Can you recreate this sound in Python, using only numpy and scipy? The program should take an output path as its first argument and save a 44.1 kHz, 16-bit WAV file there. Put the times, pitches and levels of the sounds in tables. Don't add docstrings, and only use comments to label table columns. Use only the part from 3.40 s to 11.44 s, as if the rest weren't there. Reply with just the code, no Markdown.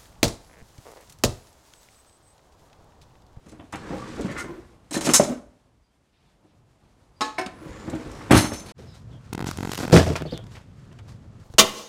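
import sys
import numpy as np
from scipy import signal
from scipy.fft import rfft, irfft, next_fast_len
from scipy.io import wavfile
from scipy.ndimage import uniform_filter1d

SR = 44100
rng = np.random.default_rng(int(sys.argv[2]) if len(sys.argv) > 2 else 0)


def gain_from_db(level_db):
    decades = np.asarray(level_db, float) / 20
    return 10 ** decades


def wrap_up_sound(samples):
    columns = np.atleast_2d(samples).T
    tamed = np.clip(columns, -1, 1)
    steps = np.round(tamed * 32767).astype(np.int16)
    wavfile.write(sys.argv[1], SR, steps)


N = 354549
T = np.arange(N) / SR

# start_s, peak_db, clack_over_thud_db
OPENING_BLOWS = [(0.061, -38.5, -10), (0.122, -37, -13), (0.194, -31.5, -10.5), (0.239, -49, -15),
                 (0.326, -37, 9.5), (0.336, -28.5, -7), (0.504, -21.5, -14.5), (0.53, -26.5, -18),
                 (0.779, -29.5, -35), (0.794, -23.5, -31), (0.846, -24, -12), (0.89, -26, -17),
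                 (1.04, -27, -13), (1.09, -31, -25), (1.192, -43, -27)]
CLOSING_BLOWS = [(3.044, -46.5, -23), (4.061, -32.5, -1.5), (4.257, -32, -21), (4.477, -23.5, -17),
                 (4.531, -19, -15), (4.651, -29.5, -26), (4.897, -21.5, -6), (4.908, -1.5, -4),
                 (4.931, 0.5, -33), (4.944, -7, -9.5), (4.959, -14.5, -6), (5.039, -20.5, -5.5),
                 (5.117, -21, -10.5)]
# freq_hz, density_db_per_hz
WOOD_COLOUR = [(21, -37), (35, -9.5), (245, -1.5), (309, -0.5), (510, -13.5), (926, -16.5), (3500, -32.5),
               (4550, -61.5), (7700, -120)]
# freq_hz, level_db, t60_s
DRAWER_MODES = [(95, -12, 0.11), (158, -5, .09), (240, -4, 0.073), (309.6, 0, 0.13), (426, -5, .07),
                (569, -2, 0.099), (665, -5, 0.037)]
# freq_hz, level_db, t60_s
SPOON_MODES = [(4037, -7, .12), (4570, -16, .1), (5240, -7, .1), (5430, -8, .16), (6105, -6, .13),
               (6422, -2, .08), (6610, -5, .13), (7257, -1, .09), (7903, -5, .1), (8737, -4, .14),
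               (9335, -9, .1), (9771, -11, .12), (11470, -15, .1)]
# freq_hz, density_db_per_hz
EDGE_COLOUR = [(120, -40), (260, -6.5), (1100, -10), (2500, -13.5), (5200, -16), (9000, -26), (16000, -51)]
# freq_hz, density_db_per_hz
ROOM_COLOUR = [(15, -45), (25, -20.5), (45, -5.5), (123, -8), (400, -17.5), (3600, -29), (9000, -34.5),
               (16000, -51)]


def evened(x):
    return x / np.sqrt(np.mean(x ** 2) + 1e-20)


def read(points, hz):
    f, value = np.transpose(points)
    return np.interp(np.log(hz + 1), np.log(f + 1), value)


def coloured(points, lo_hz=0, hi_hz=30000):
    size = next_fast_len(N, True)
    hz = np.fft.rfftfreq(size, 1 / SR)
    edges = 1 / np.sqrt((1 + (lo_hz / (hz + 1)) ** 8) * (1 + (hz / hi_hz) ** 8))
    spectrum = rfft(rng.standard_normal(size)) * edges * gain_from_db(read(points, hz))
    return evened(irfft(spectrum, size)[:N])


def effort(rows):
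    out = np.zeros(N)
    for start_s, db, rise_ms, hold_ms, t60_s in rows:
        hold_s = hold_ms / 1000
        part = out[round(start_s * SR):][:round((hold_s + 1.2 * t60_s) * SR)]
        t = T[:len(part)] + 1 / SR
        rise = (1 - np.exp(-t * 1000 / rise_ms)) ** 2
        part += rise * gain_from_db(db - 60 * np.maximum(t - hold_s, 0) / t60_s)
    return out


def lumpy(depth_db, size):
    jitter = evened(uniform_filter1d(rng.standard_normal(N), size=size))
    return evened(gain_from_db(depth_db * jitter))


def ring(force, modes, blow_db=-40):
    t = T[:SR // 3]
    body = np.zeros(len(t))
    for hz, db, t60_s in modes:
        beating = 1 + 0.58 * np.cos(2 * np.pi * hz * 0.0032 * t)
        body += gain_from_db(db - 60 * t / t60_s) * np.sin(2 * np.pi * hz * t) * beating
    onset = np.maximum(np.diff(force, prepend=0), 0)
    drive = force * rng.standard_normal(N) + gain_from_db(blow_db) * onset
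    return signal.oaconvolve(drive, body / np.linalg.norm(body))[:N]


def struck(rows, colour, modes, ring_db, dry_db, blow_db):
    force = effort(rows)
    scatter = force * lumpy(2.5, size=60) * coloured(colour)
    return gain_from_db(dry_db) * scatter + gain_from_db(ring_db) * ring(force, modes, blow_db)


def hollow(rows, colour, modes, rise_ms, hold_ms, ring_db, dry_db, clack_db):
    thud = effort((s, db, rise_ms, hold_ms, t60_s * 0.82) for s, db, hard_db, t60_s in rows)
    clack = effort((s, db + hard_db, rise_ms * 0.46, hold_ms, t60_s * 1.13) for s, db, hard_db, t60_s in rows)
    boom = gain_from_db(ring_db) * ring(thud, modes, blow_db=31.5)
    boom += gain_from_db(dry_db) * thud * coloured(colour, hi_hz=900)
    return boom + gain_from_db(clack_db) * clack * lumpy(3.2, size=80) * coloured(colour, lo_hz=890)


def blows(rows):
    out, t = np.zeros(N), T[:SR // 5]
    for start_s, db, hz, t60_s in rows:
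        out[round(start_s * SR):][:len(t)] += gain_from_db(db - 60 * t / t60_s) * np.sin(2 * np.pi * hz * t)
    return out


def singing(rows, size, steady=0.91):
    out = np.zeros(N)
    for start_s, length_s, hz0, hz1, db in rows:
        t = np.arange(0, length_s, 1 / SR)
        a, b = uniform_filter1d(rng.standard_normal((2, SR // 2)), size=size, axis=1)[:, :len(t)]
        phase = 2 * np.pi * np.cumsum(np.interp(t, [0, length_s], [hz0, hz1])) / SR
        tone = evened(a) * np.cos(phase) + (steady + evened(b)) * np.sin(phase)
        swell = np.sqrt(np.sin(np.pi * t / length_s))
        out[round(start_s * SR):][:len(t)] += gain_from_db(db) * swell * tone
    return out


def drawer_wood():
    # start_s, peak_db, clack_over_thud_db
    digging = [(1.509, -29, -6), (1.542, -20, -6.5), (1.564, -20, -10), (1.61, -25, -7), (1.648, -22, -8),
               (1.669, -17, -7), (1.69, -12.5, -8.5), (1.736, -16, 0), (1.797, -8, -14),
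               (1.887, -20.5, -20), (1.92, -26, -12)]
    knocks = []
    for start_s, db, hard_db in OPENING_BLOWS + digging + CLOSING_BLOWS:
        t60_s = np.clip(0.073 - 0.2 * db, 0.03, 0.17)
        knocks.append((start_s, db, hard_db, t60_s))
    return hollow(knocks, WOOD_COLOUR, DRAWER_MODES, rise_ms=0.76, hold_ms=3.5,
                  ring_db=-11, dry_db=-8, clack_db=-7.5)


def utensils():
    # start_s, peak_db
    clatter = [(0.0618, -42), (0.1166, -38.5), (0.324, -26), (0.3384, -37), (0.3555, -27.5), (0.8097, -26),
               (0.859, -33), (0.9138, -30.5), (1.5089, -21), (1.6086, -14), (1.6894, -18), (1.8369, -21),
               (4.498, -26), (4.5494, -32.5), (4.607, -41), (4.714, -33)]
    # start_s, peak_db, rise_ms, hold_ms, t60_s
    scrapes = [
        (.08, -46, 8.1, 16, 0.054),
        (0.967, -30, 16, 29.5, 0.13),
        (1.52, -23.5, 9.5, 34, .09),
        (1.569, -25.5, 2.8, 2.2, .06),
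        (1.613, -32, 2, 32, .1),
        (1.64, -22, 7.7, 27, 0.12),
        (1.695, -26, 4.5, 20, .1),
        (1.8, -28.5, 5, 5.1, 0.37),
    ]
    # start_s, peak_db, hold_ms, t60_s
    jolt = [
        (4.907, -21, 3.3, 0.22),
        (4.934, -16, 37, 0.2),
        (4.973, -26, 6.8, 0.099),
        (5.03, -50, 20, 0.94),
        (5.06, -39, 3, 0.11),
        (5.13, -33.5, 3.2, 0.15),
        (5.195, -44, 3.7, 0.072),
        (5.257, -44, 5, 0.1),
        (5.283, -50, 4.6, 0.088),
    ]
    # freq_hz, density_db_per_hz
    steel_colour = [(1180, -42), (2000, -10.5), (4940, -8), (5250, -8), (7120, -7.5), (9010, -9),
                    (16000, -32)]
    load_colour = [(1180, -33.5), (2000, -2), (3200, -6), (4150, -1), (4820, -5), (7500, -9), (9920, -5.5),
                   (16000, -27)]
    # freq_hz, level_db, t60_s
    ladle_modes = [(4131, -6, .25), (5435, -6, .45), (6191, -4, .42), (6395, -8, .5), (7020, -7, .45),
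                   (8300, -9, .3), (8829, -14, .4), (9787, -6, .25), (10230, -12, .28), (10680, -14, .3),
                   (11210, -15, .35), (11920, -13, .25)]
    ticks = [(s, db - 11, 0.25, 2.5, 0.045) for s, db in clatter]
    pile = struck(ticks + scrapes, steel_colour, SPOON_MODES, ring_db=-9.5, dry_db=-6.5, blow_db=15.5)
    jumps = [(s, db, 0.7 * hold_ms, hold_ms, t60_s) for s, db, hold_ms, t60_s in jolt]
    return pile + struck(jumps, load_colour, ladle_modes, ring_db=-8.5, dry_db=-2.5, blow_db=12)


def knife():
    # start_s, peak_db, rise_ms, hold_ms, t60_s
    freed = [
        (1.7356, -6, .2, 2.5, .05),
        (1.739, -9, 2, 25, 0.069),
    ]
    # freq_hz, density_db_per_hz
    keen_colour = [(590, -40.5), (1000, -11.5), (3270, -15), (4020, -9), (4900, -17.5), (5250, -5.5),
                   (7100, -1.5), (8960, -6), (16000, -26.5)]
    # start_s, peak_db, rise_ms, hold_ms, t60_s
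    click = [
        (3.808, -28, .1, 4.3, 0.052),
        (4.062, -31, .1, 1.5, 0.034),
    ]
    # start_s, peak_db, rise_ms, hold_ms, t60_s
    taps = [
        (3.808, -26, 0.051, 8, 0.06),
        (3.8165, -21, 0.029, 3, 0.09),
        (3.822, -33, 4, 40, .36),
    ]
    # start_s, peak_db, rise_ms, hold_ms, t60_s
    raps = [
        (3.98, -30.5, 1.2, 3.8, 0.084),
        (3.984, -25.5, 0.5, 11.6, 0.05),
        (4.011, -35, 0.54, 7, 0.056),
        (4.0, -42.5, 6, 22, 0.37),
    ]
    # freq_hz, level_db, t60_s
    blade_modes = [(290, -7, .2), (484, -15, .2), (861, -7, .36), (1104, 0, .22), (1265, -7, .16),
                   (1720, -15, .24), (2509, -23, .3), (3149, -23, .3), (3860, -11, .26), (4043, -11, .26),
                   (5160, -8, .12), (6632, -12, .16), (7515, -17, .22), (8400, -19, .22)]
    front_modes = [(382, 0, .1), (673, -9.5, 0.086), (742, -3, 0.097), (910, -9, 0.14), (1030, -2, 0.064),
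                   (1389, -5, .05), (1520, -8, 0.067), (1793, 2, .045), (1950, -8, 0.043),
                   (2180, -3, 0.032), (2610, -11, 0.057), (4130, -11.5, .07), (5290, -8, .045),
                   (8683, -13.5, 0.041)]
    out = struck(freed, keen_colour, SPOON_MODES, ring_db=-5.5, dry_db=-8.5, blow_db=14)
    out += effort(click) * coloured(EDGE_COLOUR, lo_hz=1500)
    out += struck(taps, EDGE_COLOUR, blade_modes, ring_db=-11, dry_db=-8, blow_db=43)
    return out + struck(raps, EDGE_COLOUR, front_modes, ring_db=0, dry_db=-9, blow_db=27)


def panels_and_pings():
    # start_s, peak_db, freq_hz, t60_s
    single_blows = [(.509, -23.5, 153, 0.088), (.795, -21, 430, 0.047), (.846, -16, 188, 0.076),
                    (1.566, -17.5, 326.6, 0.1), (1.688, -15.5, 324, 0.073), (1.7975, -3, 582, 0.045),
                    (1.798, -9.5, 217, .06), (1.798, -14.5, 760, .045), (1.8375, -24, 7000, 0.023),
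                    (1.52, -26, 300, .05), (1.555, -27, 1800, .06), (1.668, -21, 654, .08),
                    (1.69, -24, 1247, 0.065), (4.063, -28, 263, 0.057), (4.908, -6.5, 613, 0.02),
                    (1.512, -32, 8200, .05), (1.562, -31, 4100, .08), (1.57, -31, 6600, .06),
             (1.689, -31, 9900, .04), (1.706, -33, 8100, .04), (3.8165, -33, 5180, 0.099),
             (3.8165, -41, 4370, .3), (3.985, -23.5, 1027, 0.097), (3.983, -22, 2200, .05),
             (4.498, -48, 8100, .05), (4.911, -26, 7770, 0.055), (5.134, -37, 6200, 0.32)]
    return blows(single_blows)


def rail_squeal():
    # start_s, peak_db, rise_ms, hold_ms, t60_s
    squeal = [
        (.87, -41, 9.2, 46, 0.27),
        (.955, -33, 8.7, 42, 0.14),
        (4.3, -49, 33, 60, 0.31),
        (4.8, -47, 4.5, 15, 0.12),
    ]
    # freq_hz, level_db, t60_s
    rail_modes = [(1390, -0.5, 0.0084), (1804, -2, 0.032), (2060, -7, 0.017), (2060, -5, 0.019)]
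    return ring(effort(squeal), rail_modes)


def runners():
    # time_s, speed_below_full_db
    rolls = [
        [(0.325, -6.5), (0.537, -0.5), (0.937, 0), (1.16, -12.5), (1.36, -31)],
        [(4.06, -19), (4.298, -5), (4.472, -4), (4.92, -4)],
    ]
    # freq_hz, density_db_per_hz
    runner_colour = [(18, -35.5), (30, -5), (141, 4.5), (540, -11), (616, -25), (1100, -20), (8080, -37.5),
                     (16000, -66)]
    box_shake = evened(ring(lumpy(1.1, size=500), DRAWER_MODES[2:5]))
    rumble = 0.59 * box_shake + 0.52 * coloured(runner_colour, hi_hz=498)
    rattle = lumpy(2.5, size=200) * coloured(runner_colour, 500, 2380)
    hiss = lumpy(2.7, size=100) * coloured(runner_colour, lo_hz=2964)
    # full_speed_db, db_per_speed_db, sound
    layers = ((-36, 1.5, rumble), (-42.5, 0.9, rattle), (-52, 1.23, hiss))
    out = np.zeros(N)
    for rows in rolls:
        time_s, speed_db = np.transpose(rows)
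        moving = np.clip(np.minimum(T - time_s[0], time_s[-1] - T) / 0.015, 0, 1)
        speed = np.interp(T, time_s, speed_db)
        for db, share, sound in layers:
            out += moving * gain_from_db(db + share * speed) * sound
    return out


def cabinet():
    shove = effort((s, db, 3, 12, 0.2) for s, db, hard_db in OPENING_BLOWS + CLOSING_BLOWS[2:])
    return gain_from_db(-16.5) * shove * coloured(WOOD_COLOUR, lo_hz=61, hi_hz=128)


def rubbed_panels():
    # start_s, length_s, start_hz, end_hz, level_db
    tones = [(.33, 0.047, 798, 791, -40.5), (0.423, 0.067, 1720, 1650, -51), (.51, 0.097, 802, 828, -43),
             (.52, .07, 520, 494, -35.5), (.59, 0.086, 1160, 1110, -45), (0.743, 0.085, 301, 280, -40),
             (0.961, 0.073, 1403, 1447, -39.5), (0.999, .22, 350.2, 336.8, -41),
             (1.049, 0.094, 1050, 1022, -50.5), (3.76, 0.038, 4850, 4750, -67),
             (4.79, 0.044, 1070, 1120, -50.5), (3.1, .25, 120, 120, -62), (1.875, 0.068, 269.4, 240, -28.5),
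             (4.203, 0.12, 329.6, 299, -45), (4.45, 0.12, 329.6, 322.5, -41),
             (6.968, 0.051, 1450, 1445, -56.5), (6.995, 0.19, 950, 970, -63.5)]
    return singing(tones, size=700)


def whistles_and_glides():
    # start_s, length_s, start_hz, end_hz, level_db
    whistles = [
        (2.425, .08, 4800, 4800, -81),
        (2.47, .07, 3100, 3200, -83),
        (2.735, .055, 3700, 3650, -80),
        (2.845, .08, 3510, 3480, -81),
        (5.075, .06, 5430, 5430, -48),
        (5.155, .05, 5430, 5430, -50),
        (5.155, .1, 7050, 7100, -57),
        (5.275, 0.05, 4400, 4450, -59),
    ]
    # start_s, length_s, start_hz, end_hz, level_db
    glides = [
        (4.13, .2, 10100, 9800, -69),
        (4.2, .11, 13900, 14100, -74),
        (4.25, 0.28, 6750, 7350, -62),
        (4.69, 0.15, 5600, 5600, -61),
    ]
    return singing(whistles, size=300) + singing(glides, size=60, steady=0)


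def hand():
    # start_s, peak_db, rise_ms, hold_ms, t60_s
    grip = [
        (2.72, -74, 4, 150, .5),
        (3.05, -74, 20, 60, .3),
        (3.4, -74, 19, 60, .3),
        (5.2, -56, 5, 15, .1),
        (5.28, -49, 5, 25, .1),
    ]
    # start_s, peak_db, rise_ms, hold_ms, t60_s
    stir = [
        (1.05, -50, 40, 150, 0.46),
        (1.52, -48, 30, 350, .4),
        (2.045, -51, 5.3, 25, 0.22),
        (2.32, -62, 20, 80, .4),
        (4.25, -43, 15, 60, .4),
        (4.62, -42, 29.7, 120, .3),
    ]
    fingers = effort(grip) * coloured(EDGE_COLOUR, lo_hz=1800, hi_hz=5000)
    return fingers + effort(stir) * coloured(ROOM_COLOUR, hi_hz=90)


def kitchen(x):
    # freq_hz, t60_s
    decay = [(100, 0.41), (1000, 0.48), (12000, 0.22)]
    size = SR // 2
    echoes = rng.choice([-1., 1.], size) * (rng.random(size) < 0.05) * (T[:size] > 0.004)
    hz, t, z = signal.stft(echoes, SR, nperseg=256)
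    tail = signal.istft(z * gain_from_db(-60 * t / read(decay, hz)[:, None]), SR, nperseg=256)[1]
    return signal.oaconvolve(x, tail / np.linalg.norm(tail))[:N]


def cardboard_box():
    # start_s, peak_db, slap_over_thud_db, t60_s
    bumps = [(5.382, -37, -10, 0.56), (6.526, 0.5, -14.5, 0.23), (6.538, -13, -20, 0.12),
             (6.56, -6, -6.5, 0.11), (6.573, -7.5, -10.5, 0.25), (6.663, -15, -18, 0.31),
             (6.701, -18, -16.5, 0.13), (6.754, -35.5, 14, 0.13), (6.801, -25, -12, 0.2),
             (6.852, -25.5, -18, 0.18), (6.921, -21, -16.5, 0.18), (6.987, -33, -16, 0.055),
             (7.147, -42.5, 5, 0.26), (7.513, -37.5, -8.5, 0.095), (7.588, -44, 5.5, 0.071)]
    # freq_hz, density_db_per_hz
    card_colour = [(21, -30), (35, -10), (146, -1.5), (510, -5), (655, -12), (962, -21), (3500, -28.5),
                   (4550, -48), (7700, -120)]
    # freq_hz, level_db, t60_s
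    box_modes = [(84.7, -4, 0.36), (155.4, 9, 0.13), (237, -8, 0.056), (339, -1.5, 0.084),
                 (425, 1.5, 0.055), (648, 2, 0.084)]
    # start_s, peak_db, freq_hz, t60_s
    box_blows = [
        (6.597, -21, 1700, .05),
        (6.757, -26.5, 1370, 0.047),
        (6.755, -31, 2430, 0.061),
        (6.82, -33, 350, .05),
        (6.853, -27.5, 620, 0.048),
        (6.925, -31, 482, 0.067),
    ]
    thuds = hollow(bumps, card_colour, box_modes, rise_ms=1.4, hold_ms=5.4,
                   ring_db=-9, dry_db=-8, clack_db=-10.5)
    return signal.lfilter(*signal.butter(2, 65, "high", fs=SR), thuds) + blows(box_blows)


def grit_and_fingers():
    # start_s, peak_db, t60_s
    rustle = [(5.375, -55.5, 0.73), (5.535, -54.5, 0.23), (5.842, -65, 0.019), (6.054, -36.5, 0.3),
              (6.13, -56, 1), (6.29, -45, 1), (6.375, -38, 0.34), (6.518, -20, 0.4), (6.563, -25.5, 0.077),
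              (6.66, -47, 0.56), (6.756, -32, 0.083), (7.038, -53, 0.029), (7.065, -51.5, 0.033),
              (7.105, -53.5, 0.45), (7.15, -57, 0.14), (7.523, -56.5, 0.044), (7.586, -54, 0.05),
              (7.674, -52.5, 0.23), (7.995, -60.5, 0.11)]
    # start_s, peak_db, rise_ms, hold_ms, t60_s
    handling = [
        (6.06, -40, 8, 25, 0.12),
        (6.14, -51.5, 23, 94, 0.39),
        (6.25, -49.5, 17, 60, 0.37),
        (6.36, -40.5, 18, 67, 0.14),
    ]
    # freq_hz, density_db_per_hz
    grit_colour = [(1200, 8), (2500, 0), (5000, 4), (8000, -3), (14000, -17), (16500, -27)]
    slide_colour = [(880, -28), (1500, -1), (2060, -13), (4920, -8), (6630, -4), (7170, -3), (9010, -15),
                    (11900, -13), (16000, -31)]
    rows = []
    for start_s, db, t60_s in rustle:
        rise_ms = min(20 * t60_s, 4.7)
        rows.append((start_s, db, rise_ms, 5 * rise_ms, t60_s))
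    grit = effort(rows) * lumpy(2.8, size=40) * coloured(grit_colour)
    return grit + effort(handling) * lumpy(2.6, size=50) * coloured(slide_colour)


def contact():
    twice = [5.929, 6.0049, 6.0686, 6.1864, 6.229, 6.2736, 6.3896, 6.4337, 6.4787]
    once = [5.9785, 6.0437]
    middling = [6.4037, 6.4306, 6.4427, 6.4507, 6.4807, 6.5107, 6.5187, 6.7017, 6.8217]
    brief = [5.9934, 6.0118, 6.1132, 6.114, 6.2335, 6.2545, 6.3174, 6.3352, 6.3794, 6.4378, 6.7559]
    flicks = [5.9314, 5.9528, 6.3223, 6.3586, 6.9768]
    # start_s, spacing_ms, bounces
    chatter = [(5.9327, 0.71, 4), (6.1123, 0.16, 5), (6.1735, 0.15, 3), (6.3175, 0.24, 6), (6.3199, 0.5, 2),
               (6.3324, 0.23, 4), (6.3348, 0.25, 5), (6.347, 0.26, 5), (6.3534, 0.38, 5),
               (6.3756, 0.39, 10)]
    long_ms, again_s = 1.72, 0.0203
    slow = [(s, long_ms) for s in twice + once] + [(s + again_s, long_ms) for s in twice]
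    slow += [(s, 1.0) for s in middling] + [(s, 0.33) for s in brief]
    quick = [(s, 0.07) for s in flicks]
    for start_s, spacing_ms, count in chatter:
        for k in range(int(count)):
            bounce_s = start_s + (k + rng.uniform(-0.4, 0.4)) * spacing_ms / 1000
            quick.append((bounce_s, rng.uniform(0.025, 0.11)))
    volts = np.zeros((2, N))
    for line, breaks in zip(volts, (slow, quick)):
        for start_s, length_ms in breaks:
            first = round(start_s * SR)
            line[first:first + max(round(length_ms * SR / 1000), 1)] = -1
    soft = 0.63 * signal.lfilter(*signal.butter(1, 4000, fs=SR), volts[0]) + 0.49 * volts[0]
    steps = (soft + gain_from_db(-2) * volts[1]) * gain_from_db(-19.5)
    return signal.lfilter(*signal.butter(2, 105, "high", fs=SR), steps)


def birds():
    # start_s, length_s, start_hz, end_hz, level_db
    calls = [(5.467, 0.065, 5286, 5000, -62), (5.479, .08, 4016, 3800, -64), (5.71, 0.068, 3450, 3160, -65),
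             (6.857, 0.013, 4450, 4380, -50.5), (6.871, 0.041, 3450, 3670, -50.5),
             (6.877, 0.047, 3200, 3130, -55), (6.907, 0.019, 4300, 4810, -45),
             (6.93, 0.011, 4400, 4170, -45), (6.931, 0.0294, 3650, 3500, -47),
             (6.954, 0.03, 2900, 3280, -53), (6.963, 0.015, 3700, 3590, -50),
             (6.992, 0.034, 3350, 3320, -57.5)]
    out = np.zeros(N)
    for start_s, length_s, hz0, hz1, db in calls:
        t = np.arange(0, length_s + 0.04, 1 / SR)
        waver, wobble = uniform_filter1d(rng.standard_normal((SR // 4, 2)), size=70, axis=0)[:len(t)].T
        shape = np.minimum(t / 0.0051, 1) * gain_from_db(-800 * np.maximum(t - length_s, 0))
        phase = 2 * np.pi * np.cumsum(np.interp(t, [0, length_s], [hz0, hz1])) / SR
        smeared = evened(waver) * np.cos(phase) + evened(1.3 + evened(wobble)) * np.sin(phase)
        out[round(start_s * SR):][:len(t)] += gain_from_db(db) * shape * smeared
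    return out


def air(rows, colour, hiss_db):
    level = gain_from_db(np.interp(T, *np.transpose(rows)))
    low = lumpy(1.4, size=4000) * coloured(colour, hi_hz=1200)
    high = lumpy(1.5, size=3000) * coloured(colour, lo_hz=1200)
    return level * low + (level * gain_from_db(hiss_db) + gain_from_db(-82)) * high


def kitchen_air():
    # time_s, level_db
    indoors = [(0.0, -60), (0.12, -52), (0.31, -54), (1.37, -55), (2.07, -60.5), (2.534, -68), (2.87, -64),
               (3.64, -59), (3.79, -57), (4.9, -42), (5.21, -40), (5.32, -40.5)]
    return air(indoors, ROOM_COLOUR, hiss_db=-14)


def yard_air():
    # time_s, level_db
    outdoors = [(5.39, -48), (5.528, -46), (5.92, -41), (7.01, -41), (7.2, -46.5), (8.04, -45)]
    # freq_hz, density_db_per_hz
    yard_colour = [(15, -49), (25, -13.5), (114, 4), (309, -15.5), (1370, -30.5), (2050, -37.5),
                   (7510, -46), (16000, -67)]
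    return air(outdoors, yard_colour, hiss_db=-19.5)


def scene():
    near = drawer_wood() + utensils() + knife() + rail_squeal() + panels_and_pings()
    rubbed = rubbed_panels()
    housed, free = (signal.lfilter(*signal.butter(3, hz, "high", fs=SR), near) for hz in (110, 165))
    pulled_out = (T > 1.4) & (T < 4.05)
    near = np.where(pulled_out, free, housed) + runners() + rubbed
    inside = near + gain_from_db(-12) * kitchen(near) + kitchen_air()
    inside += cabinet() + hand() + whistles_and_glides()
    outside = cardboard_box() + rubbed + grit_and_fingers() + contact() + birds() + yard_air()
    cut_s, back_s = 5.322, 5.372
    fade_out = np.clip((cut_s - T) / 0.0019, 0, 1)
    fade_in = np.clip((T - back_s) / 0.035 + 1, 0, 1) ** 2
    return (inside * fade_out + outside * fade_in)[None]


def roll_off(x):
    return signal.sosfilt(signal.butter(12, 16590, fs=SR, output="sos"), x)


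def record(dry):
    squashed = dry / (1 + abs(dry) ** 4) ** (1 / 4)
    mix = signal.oaconvolve(squashed, signal.firwin(95, 15750, fs=SR)[None], "same")
    return roll_off(mix)


dry = scene()
out = record(dry)
wrap_up_sound(out)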